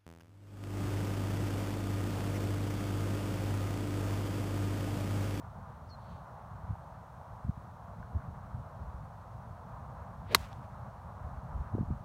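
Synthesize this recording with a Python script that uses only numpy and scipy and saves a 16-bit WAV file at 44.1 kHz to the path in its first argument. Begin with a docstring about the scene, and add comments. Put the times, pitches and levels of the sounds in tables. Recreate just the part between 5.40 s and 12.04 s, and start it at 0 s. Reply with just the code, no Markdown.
"""An open practice range, one microphone a few metres from a golfer who hits an iron shot off the turf.
Far traffic hums as wavering noise that rises by chance; a breeze rumbles, its eddies buffet the microphone.
One bird chirps, a gliding fluttering tone; the club brushes the grass in a soft swell of noise.
The club swishes down as swelling noise, rings on the ball as damped sines and cuts the turf in a
burst of noise; the turf knocks, random grains of soil spray and patter, and a dull tail dies away."""
import sys
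import numpy as np
from scipy import signal
from scipy.fft import rfft, irfft, next_fast_len
from scipy.io import wavfile
from scipy.ndimage import uniform_filter1d

SR = 44100
rng = np.random.default_rng(int(sys.argv[2]) if len(sys.argv) > 2 else 0)


def file_out(sig):
    """Save sig as 16-bit WAV at sys.argv[1]."""
    # one column per channel
    cols = np.atleast_2d(sig).T
    # limit, then scale
    lim = np.clip(cols, -1, 1)
    pcm = np.round(lim * 32767).astype(np.int16)
    wavfile.write(sys.argv[1], SR, pcm)


N = 292824

IMPACT_S, CHIRP_S = 4.9475, 0.49


def from_db(db):
    """Decibels to amplitude gain."""
    return 10 ** (np.asarray(db) / 20)


def rms_one(x):
    """Scale to rms 1."""
    return x / np.sqrt(np.mean(x ** 2) + 1e-20)


def over_time(rows):
    """A level in dB at every sample, in straight lines between rows of seconds and dB."""
    s, db = np.transpose(rows)
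    return np.interp(np.arange(N) / SR, s, db)


def coloured(x, points):
    """Filter a sound by a curve of Hz and dB that falls 30 dB per octave beyond its ends; rms 1."""
    hz, db = np.transpose(points)
    size = next_fast_len(N)
    octave = np.log2(np.maximum(np.arange(size // 2 + 1) * SR / size, 1))
    curve_octave = np.log2(hz)
    beyond = np.abs(octave - np.clip(octave, curve_octave[0], curve_octave[-1]))
    gain = from_db(np.interp(octave, curve_octave, db) - 30 * beyond)
    return rms_one(irfft(rfft(x, size) * gain, size)[:N])


def noise(points):
    """Smooth random noise of a given spectrum; rms 1."""
    return coloured(rng.standard_normal(N), points)


def drift(hz):
    """Random wandering, low-passed at hz; rms 1."""
    low_pass = signal.butter(2, hz, fs=SR, output="sos")
    return rms_one(signal.sosfilt(low_pass, rng.standard_normal(N)))


def swell(s, width):
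    """A smooth bell-shaped rise and fall centred on s."""
    return np.exp(-((np.arange(N) / SR - s) / width) ** 2)


def dying(s, t60):
    """An envelope that starts at s and falls 60 dB in each t60."""
    age = np.arange(N) / SR - s
    return (age >= 0) * from_db(-60 * np.clip(age / t60, 0, 4))


def click(s):
    """One unit impulse."""
    return (np.arange(N) == round(s * SR)) * 1.


def ring(force, modes):
    """Damped sines set off by a force, neighbouring modes in opposite sense."""
    out = np.zeros(N)
    for k, (hz, db, t60) in enumerate(modes):
        r = np.exp(-np.log(1000) / (t60 * SR))
        w = 2 * np.pi * hz / SR
        mode = signal.lfilter([0, np.sin(w)], [1, -2 * r * np.cos(w), r * r], force + 1e-18)
        out += (-1) ** k * from_db(db) * mode
    return out


def band_pass(x, low_hz, high_hz):
    """Keep one band."""
    return signal.sosfilt(signal.butter(3, [low_hz, high_hz], "band", fs=SR, output="sos"), x + 1e-18)


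def eddy(s, hz, width_turns=0.56):
    """One puff of air sucks and then pushes on the diaphragm: (its samples, its pressure)."""
    first = max(int((s - 4 / hz) * SR), 0)
    last = min(int((s + 4 / hz) * SR), N)
    near = np.arange(first, last)
    turns = hz * (near / SR - s)
    return near, np.sin(2 * np.pi * turns) / (1 + (turns / width_turns) ** 2) ** 2


def traffic(waver_db=1.0, waver_hz=9, split_hz=950, swell_db=0.5, swell_hz=4, air_db=-75.5):
    """Tyres on a far road merge into a hum whose low and high parts waver apart, under a steady hiss."""
    # Far traffic. Each row: time in seconds, level in dB before the random swelling.
    road_level = [(0, -52.5), (.41, -54), (1.11, -52), (1.87, -53.5), (2.6, -53), (3.5, -52), (3.62, -54),
                  (4.5, -52), (5.2, -52), (6.35, -51), (6.64, -53.5)]
    # Colour of the far road. Each row: frequency in Hz, relative level in dB per Hz.
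    road_colour = [(250, -14), (370, -15), (480, -7.5), (650, -0.5), (950, 0.5), (1200, -3.5), (1500, -11),
                   (2100, -25.5), (2800, -36)]
    # Hiss of the still air. Each row: frequency in Hz, relative level in dB per Hz.
    air_colour = [(2000, 0), (4000, 0), (4500, -1.2), (4900, -5.5), (5300, -2.2), (6300, -2.7),
                  (7700, -6.7), (8500, -4.7), (9800, -6.5), (10450, -12), (11000, -7.5), (15500, -10)]
    hum = noise(road_colour)
    low = signal.sosfiltfilt(signal.butter(3, split_hz, fs=SR, output="sos"), hum)
    high = hum - low
    wavering = low * from_db(waver_db * drift(waver_hz)) + high * from_db(waver_db * drift(waver_hz))
    swelling = from_db(over_time(road_level) + swell_db * drift(swell_hz))
    return swelling * wavering + from_db(air_db) * noise(air_colour)


def breeze(rumble_db=1.0, lumps_db=2, lumps_hz=7):
    """A lumpy low rumble of noise that follows the strength of the wind."""
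    # Strength of the breeze. Each row: time in seconds, level in dB before trim and lumps.
    wind_level = [(0, -50), (1.1, -50.5), (1.85, -53.5), (2.3, -50), (3.45, -47), (3.85, -51),
                  (4.95, -45.5), (5.6, -49), (6.3, -46.5), (6.64, -50)]
    # Breeze on the microphone. Each row: frequency in Hz, relative level in dB per Hz.
    wind_colour = [(24, -41), (32, -23), (41, -9), (57, -1.5), (110, 0.5), (160, -5.5), (220, -12.5),
                   (290, -26.5), (400, -30.5)]
    lumpy_db = over_time(wind_level) + rumble_db + lumps_db * drift(lumps_hz)
    return from_db(lumpy_db) * noise(wind_colour)


def bird(flutter=0.3, flutter_hz=92, rasp_db=-70.5, rasp_peak_s=0.012, rasp_width_s=.015):
    """A raspy start of noise, then a whistle that sags to a resting note with a fast flutter."""
    length_s, attack_s, release_s = 0.069, 0.026, .016
    whistle_db, start_hz, rest_hz, sag_s = -57.5, 4600, 4030, 0.039
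    age = np.arange(N) / SR - CHIRP_S
    hz = rest_hz + (start_hz - rest_hz) * np.exp(-np.maximum(age, 0) / sag_s)
    envelope = np.clip(np.minimum(age / attack_s, (length_s - age) / release_s), 0, 1)
    fluttering = 1 + flutter * np.sin(2 * np.pi * flutter_hz * age)
    whistle = envelope * fluttering * np.sin(2 * np.pi * np.cumsum(hz) / SR)
    rasp_noise = noise([(4400, -20), (4700, -4), (5900, -1), (6300, -20)])
    rasp = swell(CHIRP_S + rasp_peak_s, rasp_width_s) * rasp_noise
    return from_db(whistle_db) * whistle + from_db(rasp_db) * rasp


def bird_echo(level_db=-77, delay_s=0.18, width_s=.13):
    """The chirp comes back from the bushes as a faint smear of noise."""
    smear = noise([(3800, -10), (4250, -5), (4520, 0), (4720, -18)])
    return from_db(level_db) * swell(CHIRP_S + delay_s, width_s) * smear


def grass_brush(s=0.716, width_s=0.094, level_db=-73):
    """The club sole rustles softly over the grass while the ball is lined up: a swell of noise."""
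    # Rustle of the grass. Each row: frequency in Hz, relative level in dB per Hz.
    brush_colour = [(2000, -1), (3500, 3), (4400, -2), (4900, -13), (6400, -8), (7500, -14), (12000, -22)]
    return from_db(level_db) * swell(s, width_s) * noise(brush_colour)


def gusts(level_db=0.56, flank_db=-3.5, scatter_db=1.5, scatter_octaves=0.19, jitter=0.29, count=12):
    """Each gust is an uneven run of eddies that tend to be weaker and slower towards its edges."""
    # Gusts on the microphone. Each row: centre in seconds, level of the middle eddy in dB before trim,
    # its pitch in Hz, length in seconds between the edges.
    gust_rows = [(1.244, -37, 86, 0.035), (1.307, -23, 95, 0.018), (1.324, -28, 63.5, .022),
                 (2.05, -29, 119, 0.019), (2.068, -33, 110, .015), (2.082, -30, 90, .012),
                 (2.095, -18, 125, 0.016), (2.177, -32.5, 119, 0.019), (2.755, -28, 84.4, 0.021),
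                 (2.766, -23.5, 68, 0.018), (2.886, -31.5, 99, 0.03), (2.923, -33, 75, .02),
                 (3.148, -35, 98, .07), (3.418, -34.5, 70, .03), (3.486, -36.5, 70, .06),
                 (3.545, -33, 70, 0.059), (5.843, -34, 65, .06), (5.925, -35, 65, 0.03),
                 (5.981, -35, 70, .06), (6.159, -30, 70, 0.09), (6.204, -30, 58, 0.029),
                 (6.343, -29, 100, .03), (6.352, -22.5, 235, 0.018), (6.372, -31, 140, .03),
                 (6.384, -26, 390, 0.01), (6.393, -25, 147, .022), (6.402, -27, 120, .03),
                 (6.411, -22.5, 175, 0.018), (6.431, -27, 150, .025), (6.486, -29, 65, .03),
                 (6.506, -29, 220, .012), (6.511, -27, 115, .02), (6.524, -29.5, 110, .09),
                 (6.548, -33, 115, .04)]
    # loss of level and of pitch at the edge; the pitch floor holds before the random scatter
    gap_s, edge_loss_db, edge_octaves, floor_hz = 0.015, 8, 0.67, 58
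    out = np.zeros(N)
    steps = np.arange(-count, count + 1)
    for s, db, hz, length in gust_rows:
        chances = rng.standard_normal((len(steps), 3))
        for step, (late, louder, higher) in zip(steps, chances):
            flank = step != 0  # the middle eddy is not scattered
            offset = gap_s * (step + flank * jitter * late)
            edge = abs(offset) / (length / 2)
            if edge < 2:  # eddies fade on past the edge, to twice its distance
                centre_hz = max(hz * 2 ** (-edge_octaves * edge), floor_hz)
                near, push = eddy(s + offset, centre_hz * 2 ** (flank * scatter_octaves * higher))
                eddy_db = db + level_db - edge_loss_db * edge
                eddy_db += flank * (flank_db + scatter_db * louder)
                out[near] += from_db(eddy_db) * push
    return out


def buffeting(churn_db=-11.5, follow_s=0.018):
    """The gusts press on the diaphragm, with fine turbulent noise that follows their strength."""
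    push = gusts()
    power = uniform_filter1d(push ** 2, max(int(follow_s * SR), 1))
    strength = np.sqrt(np.maximum(power, 0))
    churn = noise([(60, 3), (130, 4), (230, -2), (330, -14), (520, -26)])
    return push + from_db(churn_db) * strength * churn


def background_rises(t60=.02, low_hz=500, high_hz=2200):
    """Small chance rises in the background noise, drawn as faint, dull, short damped sines."""
    # Chance rises. Each row: start in seconds, level in dB before the band-pass, frequency in Hz.
    rise_rows = [(1.354, -38, 888), (1.813, -37, 869), (2.628, -42, 1500), (3.655, -41, 1030)]
    rises = sum(ring(click(s), [(hz, db, t60)]) for s, db, hz in rise_rows)
    return band_pass(rises, low_hz, high_hz)


def swish(hiss_db=-49, steepness=1.7, loudest_s=4.927, hiss_half_s=.031, top_db=-60.5, top_steepness=6):
    """Air torn by shaft and head: noise swells with the sweep, its treble in a narrower peak."""
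    # Torn air. Each row: frequency in Hz, relative level in dB per Hz.
    swish_colour = [(250, -8.5), (600, -4), (1000, -3), (2000, 4), (4000, -3), (5500, -17)]
    sweep = 1 / (1 + ((np.arange(N) / SR - loudest_s) / hiss_half_s) ** 2)
    top = noise([(3500, -6), (4800, 0), (7000, -3), (15000, -9)])
    hiss = from_db(hiss_db) * sweep ** steepness * noise(swish_colour)
    return hiss + from_db(top_db) * sweep ** top_steepness * top


def shaft_whoop(level_db=-38, tone_hz=490, steepness=4.7, width_hz=140, brake_t60=.03):
    """The shaft sheds vortices: a rough band of noise that rises with its speed, until the turf stops it."""
    # fastest at the bottom of the arc, half as fast this long before and after
    fastest_s, half_s = 4.943, .065
    t = np.arange(N) / SR
    speed = 1 / (1 + ((t - fastest_s) / half_s) ** 2)
    phase = 2 * np.pi * np.cumsum(tone_hz * speed) / SR
    band = drift(width_hz) * np.sin(phase) + drift(width_hz) * np.cos(phase)
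    braking = (t < IMPACT_S) + dying(IMPACT_S, brake_t60)
    return from_db(level_db) * speed ** steepness * braking * band


def strike(ring_db=0.5, cut_db=-23, cut_t60=0.028, cut_delay_s=.0008):
    """The face cracks on the ball and rings in damped sines, then the blade bites the turf in noise."""
    # Broad, quickly damped resonances of the squeezed ball and the face.
    # Each row: frequency in Hz, level in dB before trim, 60 dB decay time in seconds.
    crack_modes = [(2025, -3.1, 0.0091), (4127, -1.5, 0.0085), (8822, -15.3, 0.007), (12263, -26.5, 0.0043)]
    # Club head and ball. Each row: frequency in Hz, level in dB before trim, 60 dB decay time in seconds.
    club_modes = [(916, -22.5, 0.031), (1094, -8.8, 0.0132), (1283, -12.5, 0.0145), (1406, -16.6, 0.0193),
                  (1654, -28.6, 0.031), (1999, -9.2, 0.0157), (2403, -18.5, 0.0083), (2664, -32.9, 0.0194),
                  (2767, -30.4, 0.031), (3324, -33.4, 0.031), (3711, -21.7, 0.0232), (3962, -16.3, 0.0145),
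                  (4095, -5.2, 0.0126), (4426, -18.0, 0.0158), (4776, -28.4, 0.0232), (4866, -33.1, 0.0223),
                  (5450, -30.0, 0.031), (5550, -27.3, 0.0176), (6377, -21.9, 0.0083), (7152, -27.7, 0.0122),
                  (8312, -33.8, 0.0225), (8750, -28.6, 0.0119), (9738, -24.7, 0.0149),
                  (11221, -29.5, 0.0201), (12729, -17.8, 0.0083), (13225, -27.2, 0.0187),
                  (13887, -23.4, 0.0083), (14690, -23.5, 0.011)]
    # Blade cutting the turf. Each row: frequency in Hz, relative level in dB per Hz.
    cut_colour = [(800, -16.5), (1100, -7.5), (2000, 2), (3100, -1), (4200, -3), (5200, 3), (7000, 1),
                  (10000, -2), (15000, -14)]
    blow = click(IMPACT_S)
    ball = from_db(ring_db) * (ring(blow, crack_modes) + ring(blow, club_modes))
    cut = from_db(cut_db) * noise(cut_colour) * dying(IMPACT_S + cut_delay_s, cut_t60)
    return ball + cut


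def thud(knock_db=-1):
    """The turf gives a short hollow knock of damped sines, then deep bumps as it brakes the blade."""
    # Knock of the turf. Each row: frequency in Hz, level in dB before trim, 60 dB decay time in seconds.
    turf_modes = [(275, -29, 0.045), (390, -23, 0.03), (480, -26, 0.025), (730, -31.4, 0.03)]
    # The ground brakes the blade. Each row: centre in seconds, level in dB, pitch in Hz.
    bump_rows = [(4.956, -30, 150), (4.978, -35, 80)]
    out = from_db(knock_db) * ring(click(IMPACT_S), turf_modes)
    for s, db, hz in bump_rows:
        near, push = eddy(s, hz)
        out[near] += from_db(db) * push
    return out


def divot(grains_per_s=16000, spread_db=2.5, clumps_db=0.8, clumps_hz=50):
    """Fine soil sprays through the grass as clumped random grains; a few larger bits tick in noise."""
    # Thrown soil. Each row: frequency in Hz, relative level in dB per Hz.
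    spray_colour = [(900, -1), (2200, 1), (4000, -5), (7500, -7.5), (11000, -13), (15500, -15)]
    # Clods and grit. Each row: start in seconds, level in dB, 60 dB decay time in seconds.
    clod_rows = [(4.9645, -44, .006), (4.9662, -44, .006), (5.003, -57, .01), (5.011, -55, .01),
                 (5.0277, -58, .01), (5.1294, -48, .008)]
    # A clod's tick. Each row: frequency in Hz, relative level in dB per Hz.
    clod_colour = [(1600, -5), (4100, 0), (6000, -8), (7500, -20), (14000, -25)]
    # the spray builds up, holds, then thins out as a power of the time since the blow
    spray_db, attack_s, hold_s, thinning = -57.3, .04, 0.024, 1.6
    landing = rng.random(N) < grains_per_s / SR
    grains = landing * rng.standard_normal(N) * from_db(spread_db * rng.standard_normal(N))
    age = np.arange(N) / SR - IMPACT_S
    build_up = np.clip(age / attack_s, 0, 1) ** .5
    envelope = build_up / np.maximum(age / (attack_s + hold_s), 1) ** thinning
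    clumps = from_db(spray_db + clumps_db * drift(clumps_hz))
    spray = clumps * envelope * coloured(grains, spray_colour)
    ticks = sum(from_db(db) * dying(s, t60) for s, db, t60 in clod_rows) * noise(clod_colour)
    return spray + ticks


def range_echo(level_db=-56.5, delay_s=.088, t60=0.43):
    """Bushes and the sandy bank scatter a faint, dull tail of noise that builds up and dies away."""
    age = np.maximum(np.arange(N) / SR - IMPACT_S, 0)
    build_up = np.minimum(age / delay_s, 1) ** 2
    envelope = build_up * from_db(-60 * np.maximum(age - delay_s, 0) / t60)
    tail = noise([(500, -3.0), (1200, 8.5), (2000, 2), (2800, -2), (4500, -11), (9000, -29.0)])
    return from_db(level_db) * envelope * tail


def soil_patter(grains_per_s=5000):
    """Heavier crumbs follow the fine spray as random grains in duller clumps, each fainter than the last."""
    # Clumps of crumbs pattering down. 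Each row: centre in seconds, level in dB, half length in seconds.
    crumb_rows = [(5.04, -59.5, .026), (5.118, -65, .016), (5.238, -70, .02)]
    grains = (rng.random(N) < grains_per_s / SR) * rng.standard_normal(N)
    clumps = sum(from_db(db) * swell(s, width) for s, db, width in crumb_rows)
    return clumps * coloured(grains, [(1000, 0), (2400, 0), (3500, -5), (6000, -14)])


def scene():
    """The shot and its surroundings at one microphone."""
    surroundings = traffic() + breeze() + bird() + bird_echo() + buffeting() + background_rises()
    shot = swish() + shaft_whoop() + strike() + thud() + divot() + range_echo() + soil_patter()
    return (surroundings + grass_brush() + shot)[None, :]


def record(dry):
    """The deepest rumble is cut, the highest peaks are rounded and the top is cut."""
    low_cut_hz, top_cut_hz = 32, 15900
    lean = signal.sosfilt(signal.butter(3, low_cut_hz, "high", fs=SR, output="sos"), dry)
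    rounded = np.tanh(lean)
    return signal.sosfilt(signal.ellip(10, .1, 80, top_cut_hz, fs=SR, output="sos"), rounded)


dry = scene()
out = record(dry)
file_out(out)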